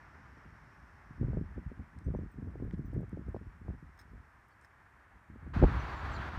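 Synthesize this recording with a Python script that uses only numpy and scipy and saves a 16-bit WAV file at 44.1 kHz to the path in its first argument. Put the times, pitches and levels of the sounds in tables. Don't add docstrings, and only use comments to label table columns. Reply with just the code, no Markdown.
import sys
import numpy as np
from scipy import signal
from scipy.fft import rfft, irfft, next_fast_len
from scipy.io import wavfile
from scipy.ndimage import uniform_filter1d

SR = 44100
rng = np.random.default_rng(int(sys.argv[2]) if len(sys.argv) > 2 else 0)


def int16_out(signal):
    q = np.round(np.clip(np.atleast_2d(signal).T, -1, 1) * 32767)
    wavfile.write(sys.argv[1], SR, q.astype(np.int16))


def gain_from_db(level_db):
    decades = np.asarray(level_db, float) / 20
    return 10 ** decades


N = 281358


def rms_one(x):
    return x / np.sqrt(np.mean(x ** 2) + 1e-20)


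def in_time(rows):
    s, *columns = np.transpose(rows)
    return [np.interp(np.arange(N) / SR, s, column) for column in columns]


def drift(rate_hz):
    pole = np.exp(-2 * np.pi * rate_hz * 40 / SR)
    noise = rng.standard_normal(N // 40 + 2002)
    slow = signal.lfilter([1], [1, -2 * pole, pole * pole], noise)[2000:]
    return np.interp(np.arange(N) / 40, np.arange(len(slow)), rms_one(slow))


def coloured(spectrum):
    hz, db = np.transpose(spectrum)
    size = next_fast_len(N)
    bins = np.maximum(np.fft.rfftfreq(size, 1 / SR), 1)
    skirt_db = -30 * np.log2(np.maximum(hz[0] / bins, 1) * np.maximum(bins / hz[-1], 1))
    shape = gain_from_db(np.interp(np.log(bins), np.log(hz), db) + skirt_db)
    return rms_one(irfft(rfft(rng.standard_normal(size)) * shape, size)[:N])


def band_rms(x, low_hz, high_hz):
    sos = signal.butter(4, [low_hz, high_hz], "band", fs=SR, output="sos")
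    return np.std(signal.sosfilt(sos, x))


def add(out, s, piece):
    at = round(s * SR)
    out[at:at + len(piece)] += piece[:N - at]


def steady(x, over_s):
    return x / np.sqrt(uniform_filter1d(x ** 2, size=round(over_s * SR)) + 0.14)


def peak(x, hz, width_hz):
    return signal.lfilter(*signal.iirpeak(hz, hz / width_hz, SR), x)


def background():
    # start_s, roar_db (830-2500 Hz band), hiss_db (microphone hiss near 5.4 kHz)
    traffic = [(0, -60, -82.5), (.9, -62, -83.5), (1.6, -63.5, -88.5), (2.4, -65.5, -90.5),
               (4.3, -66, -90.5), (5.5, -63.5, -99)]
    # frequency_hz, density_db (per Hz)
    quiet_spectrum = [(200, -7), (350, -5), (490, -10), (900, -1), (1750, 0), (2200, -8), (2850, -19.5),
                      (4000, -27.5), (7000, -31), (9600, -31.5), (11000, -35), (13900, -36), (14800, -52)]
    # frequency_hz, density_db (per Hz)
    loud_spectrum = [(200, -4), (330, -3), (500, -9), (720, -4), (1060, 0), (1610, -3), (2250, -12),
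                     (3100, -20), (4600, -24.5), (5100, -30), (6100, -33.5), (7600, -41), (10000, -47),
                     (15600, -49)]
    step_s, step_rise_s, loud_db = 5.533, 0.0062, -46

    roar_db, hiss_db = in_time(traffic)
    quiet, loud = coloured(quiet_spectrum), coloured(loud_spectrum)
    quiet = quiet / band_rms(quiet, 830, 2500)
    roar = signal.filtfilt(*signal.butter(2, 5100, fs=SR), quiet)
    self_noise = gain_from_db(roar_db.mean()) * (quiet - roar)
    swell_db = 0.76 * drift(14) + 0.4 * drift(4.1)
    microphone_hiss = gain_from_db(hiss_db) * coloured([(5000, -6.0), (5420, -2.0), (6300, -13.0)])
    quiet = self_noise + gain_from_db(roar_db + swell_db) * roar + microphone_hiss

    loud = gain_from_db(loud_db + 1.0 * drift(13.4)) * loud / band_rms(loud, 1050, 2500)
    up = np.clip((np.arange(N) / SR - step_s) / step_rise_s, 0, 1)
    return quiet * (1 - up) + loud * up


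def birds():
    # start_s, length_s, two or more pitch_hz passed at even steps (or one held),
    # level_db, breathiness (0-1)
    notes = [(4.508, .037, 4550, 4400, -86, .6), (5.785, .047, 6200, 5950, 5950, -69.5, .65),
             (5.893, .024, 4590, 4620, -68, .2), (5.955, .06, 7400, 7200, 6750, -76, .15),
             (6.113, .064, 8050, 7650, 7250, 7150, 6700, -70.5, .25),
             (6.116, .04, 5550, 6250, 6050, -71, .55), (6.14, .03, 4230, 4640, 4670, -62, .4),
             (6.154, .032, 4250, 3950, -58.5, .8), (6.17, .075, 3200, -59.5, .85)]
    out, flutter = np.zeros(N), drift(260)
    for start, length, *glide_hz, db, breath in notes:
        u = np.linspace(0, 1, round(length * SR))
        pitch_hz = np.interp(u * (len(glide_hz) - 1), np.arange(len(glide_hz)), glide_hz)
        strength = np.sqrt(1 - breath ** 2) + breath * flutter[round(start * SR):][:len(u)]
        envelope = np.sqrt(2 * np.sin(np.pi * u))
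        whistle = np.sin(2 * np.pi * np.cumsum(pitch_hz) / SR)
        add(out, start, gain_from_db(db) * strength * envelope * whistle)
    return out


def keys():
    # start_s, then level_db of each mode in turn
    touches = [(2.042, -71.5, -73, -87), (2.164, -74.5, -105, -88.5), (2.313, -96, -73, -73),
               (2.855, -74, -86, -68)]
    # pitch_hz, t60_s (time to fall 60 dB)
    modes = [(5960, .08), (8310, .08), (15010, .075)]
    out, t = np.zeros(N), np.arange(round(.15 * SR)) / SR
    soft_start = 1 - np.exp(-t / .002)
    for s, *levels_db in touches:
        for (hz, t60), db in zip(modes, levels_db):
            add(out, s, gain_from_db(db - 60 * t / t60) * soft_start * np.sin(2 * np.pi * hz * t))
    return out


def rattles():
    # start_s, peak_db, dying_s (time constant)
    shakes = [(3.974, -61, 0.0086), (3.989, -49, 0.013), (4.012, -54, 0.003), (4.085, -69, 0.022),
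              (4.646, -52.5, .004)]
    # pitch_hz, width_hz, level_db
    modes = [(1710, 420, 8.5), (3700, 1400, -8), (5240, 440, 1.5), (6370, 400, -6), (8450, 400, -6)]
    out, t = np.zeros(N), np.arange(4096) / SR
    chance = rng.standard_normal((len(shakes), 2, 4096))
    for (s, db, dying), (size, when) in zip(shakes, chance):
        touches = size * (when > 1.2) * np.exp(-t / dying) * (1 - np.exp(-t / .001))
        shake = gain_from_db(-18) * touches
        for hz, width, mode_db in modes:
            shake = shake + gain_from_db(mode_db) * peak(peak(touches, hz, width), hz, 2 * width)
        add(out, s, gain_from_db(db) * shake / np.max(np.abs(shake)))
    return out


def crackles():
    from_s, to_s, per_s, peak_db, spread_db = 2.5, 3.4, 11, -65, 6
    when, size, pitch = rng.random((60, 3)).T
    s = from_s + np.cumsum(-np.log(1 - when)) / per_s
    db = peak_db + spread_db * (2 * size - 1)
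    centre_hz = 1800 * 6.5 ** pitch
    rows = np.transpose([s, db, centre_hz, np.full(len(s), .0015)])
    return list(rows[s < to_s])


def grit():
    # start_s, peak_db, centre_hz, dying_s (time constant)
    crunches = [(1.988, -53.5, 5470, 0.0011), (2.648, -63, 13000, 0.0018), (2.71, -46, 1390, 0.001),
                (2.726, -64.5, 4500, .008), (2.742, -53, 1900, 0.00056), (2.937, -58.5, 10100, 0.0033),
                (3.009, -62.5, 9500, .004), (3.289, -64, 8500, 0.0065), (3.365, -60.5, 2620, 0.0085),
                (4.485, -60, 10500, 0.006), (4.612, -61, 5960, 0.036)]
    # pitch_hz, width_hz, level_db
    grit_rings = [(5340, 300, 2), (8650, 230, 4)]
    out, chance = np.zeros(N), rng.standard_normal((80, 2, 2048))
    t = np.arange(2048) / SR
    for (s, db, hz, dying), (size, when) in zip(crunches + crackles(), chance):
        cracks = size * ((when > 1.6) | (t == 0)) * np.exp(-t / max(dying, .0003))
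        sos = signal.butter(2, [hz / 1.6, min(hz * 1.6, .45 * SR)], "band", fs=SR, output="sos")
        tick = signal.sosfilt(sos, cracks)
        tick = tick + sum(gain_from_db(ring_db) * peak(tick, ring_hz, width) for ring_hz, width, ring_db in grit_rings)
        add(out, s, gain_from_db(db) * tick / np.max(np.abs(tick)))
    return out


def wind_db():
    # start_s, rumble_db
    breeze = [(0, -60), (.45, -57.5), (.7, -60.5), (1.08, -58.5), (1.5, -49.5), (1.9, -64), (2.33, -67),
              (2.42, -51), (3.3, -51), (3.55, -59), (3.9, -63.5), (4.1, -55.5), (4.3, -67.5), (5.0, -66),
              (5.27, -67.5), (5.31, -52), (5.52, -54.5), (5.7, -43.5), (6.38, -43)]
    # peak_s, peak_db, fall_s (to die by 20 dB; under 0.01 acts as 0.01)
    gusts = [(1.109, -50.5, -0.1), (1.23, -28.5, 0.18), (1.342, -36, 0.16), (1.581, -39.5, 0.05),
             (1.804, -40.5, 0.05), (1.961, -49.5, 0.2), (2.082, -37.5, 0.17), (2.21, -34.5, 0.03),
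             (2.379, -42.5, 0.06), (2.48, -44, 0.3), (2.6, -43, 0.25), (2.649, -43, 0.36), (2.8, -48, 1),
             (2.967, -29.5, 0.08), (3.177, -45, 0.33), (3.288, -41.5, 0.05), (3.476, -46, -0.03),
             (3.617, -51, 0.05), (3.696, -36, 0.0851), (3.836, -53, 0.2), (4.145, -50, 0.15),
             (5.158, -57, 0.07), (5.471, -42, 0.3), (5.567, -35, 0.16), (5.636, -19.5, 0.0148),
             (5.676, -23, 0.02), (5.766, -25.5, 0.04), (5.83, -35, 0.06), (5.946, -37, -0.1),
             (6.046, -39.5, 0.5), (6.376, -35.5, 0.151)]
    # start_s, flutter_db (relative to the rumble)
    ragged = [(0, -8), (1.1, -12), (2.4, -7), (4.3, -15), (5.65, -13), (5.75, -22.5), (6.38, -22)]
    gust_rise_s = 0.053
    t, power = np.arange(N) / SR, gain_from_db(in_time(breeze)[0]) ** 2
    for s, db, dying_s in gusts:
        lengths = np.where(t > s, (t - s) / max(dying_s, .01), (s - t) / gust_rise_s)
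        power = power + gain_from_db(db - 20 * lengths) ** 2
    rumble_db = uniform_filter1d(10 * np.log10(power), size=round(.008 * SR))
    return rumble_db, rumble_db + in_time(ragged)[0]


def small_slaps():
    per_s, over_flutter_db, spread_db, low_hz, high_hz = 18, 15.5, 3, 97.1, 210.2
    when, size, pitch = rng.random((120, 3)).T
    s = np.cumsum(-np.log(1 - when)) / per_s + .05
    flutter_db = np.interp(s * SR, np.arange(N), wind_db()[1])
    db = flutter_db + over_flutter_db + spread_db * (2 * size - 1)
    rows = np.transpose([s, db, low_hz * (high_hz / low_hz) ** pitch])
    return list(rows[s < N / SR])


def push_pull(t, hz, turn):
    sharp = 3.15
    return np.exp(2j * np.pi * turn) / (1 - 2j * np.pi * hz * t / (sharp - 1)) ** sharp


def slaps():
    # start_s (of the main pulse's centre),
    # peak_db (of that pulse's envelope), strongest_hz
    hard_slaps = [(1.11, -40.5, 130), (1.214, -21.5, 134), (1.231, -27, 212), (1.2688, -29, 70.4),
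                  (1.3332, -33, 307), (1.3466, -33, 163), (1.3723, -23.5, 230), (1.4139, -25, 151),
                  (1.5805, -29.5, 195), (1.6655, -29, 84), (1.7174, -35.5, 220), (2.0682, -24, 74.4),
                  (2.086, -30, 223), (2.104, -28, 129), (2.1414, -29.5, 241), (2.1494, -28.5, 386),
                  (2.1593, -26.5, 118), (2.19, -29.5, 208), (2.235, -32, 162), (2.262, -36, 133),
                  (2.428, -34.5, 140), (2.5565, -35.5, 292), (2.601, -37, 253), (2.6249, -25, 171),
                  (2.645, -29.5, 89), (2.7372, -26.5, 155), (2.7944, -27, 145), (2.847, -31, 110),
                  (2.933, -35, 240), (2.962, -31.5, 148), (2.982, -26.5, 152), (3.006, -35, 260),
                  (3.018, -36, 198), (3.032, -35, 270), (3.1313, -29, 156), (3.1734, -32, 262),
                  (3.2147, -37.5, 169), (3.2848, -31.5, 182), (3.3465, -27.5, 332), (3.3643, -32.5, 410),
                  (3.415, -40, 190), (3.47, -36.5, 111), (3.617, -40.5, 150), (3.683, -37, 437),
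                  (3.691, -30, 129), (3.702, -39.5, 302), (3.737, -44, 170), (3.828, -41, 148),
                  (4.135, -42, 165), (5.302, -39.5, 135), (5.36, -41.5, 206), (5.467, -42.5, 220),
                  (5.5674, -20.5, 108), (5.62, -21, 196), (5.6267, -11, 294), (5.631, -10, 90.2),
                  (5.6374, -9.5, 333), (5.6412, -12, 392), (5.764, -32, 80.4)]
    rows = hard_slaps + small_slaps()
    out, chance = np.zeros(N), rng.random((200, 4, 3))
    t = np.arange(-1323, 1764) / SR
    fade = signal.windows.tukey(len(t), .5)
    for (s, db, hz), ((phase, _, _), *wake) in zip(rows, chance):
        pulse, late_s = push_pull(t, hz, phase), 0
        for k, (turn, lag, pitch) in enumerate(wake):
            late_s += (0.695 + 0.886 * lag) / hz
            wake_hz = (0.37 + 0.45 * pitch) * hz
            pulse = pulse + gain_from_db(-3.5 - 4.7 * k) * push_pull(t - late_s, wake_hz, turn)
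        add(out, s + t[0], gain_from_db(db) * fade * pulse.real)
    return out


def wind():
    # frequency_hz, density_db (per Hz)
    rumble_spectrum = [(33, -25), (45, -0.5), (70, 1.5), (100, -6), (140, -14), (200, -25.5)]
    # frequency_hz, density_db (per Hz)
    flutter_spectrum = [(100, -9), (160, 3), (260, -3.5), (450, -17.5), (900, -32)]
    rumble_db, flutter_db = wind_db()
    eddies = drift(36)
    rumble = gain_from_db(rumble_db + 2.74 * eddies) * steady(coloured(rumble_spectrum), 0.021)
    lumps_db = 2.5 * eddies + 3 * drift(60)
    flutter = gain_from_db(flutter_db + lumps_db) * coloured(flutter_spectrum)
    return rumble + flutter


def scene():
    far = background() + birds()
    close_by = keys() + rattles() + grit()
    return (far + close_by + slaps() + wind())[None]


def roll_off(x):
    return signal.sosfilt(signal.butter(12, 15740, fs=SR, output="sos"), x)


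def record(dry):
    # centre_hz, width_hz, share taken out (0-1)
    port_notches = [(4930, 230, 0.28), (10330, 620, 0.46)]
    overload = .345
    dry = signal.sosfilt(signal.butter(2, 38.2, "high", fs=SR, output="sos"), dry)
    x = dry - sum(share * peak(dry, hz, width) for hz, width, share in port_notches)
    x = x / (1 + np.abs(x / overload) ** 6) ** (1 / 6)
    return roll_off(x)


dry = scene()
out = record(dry)
int16_out(out)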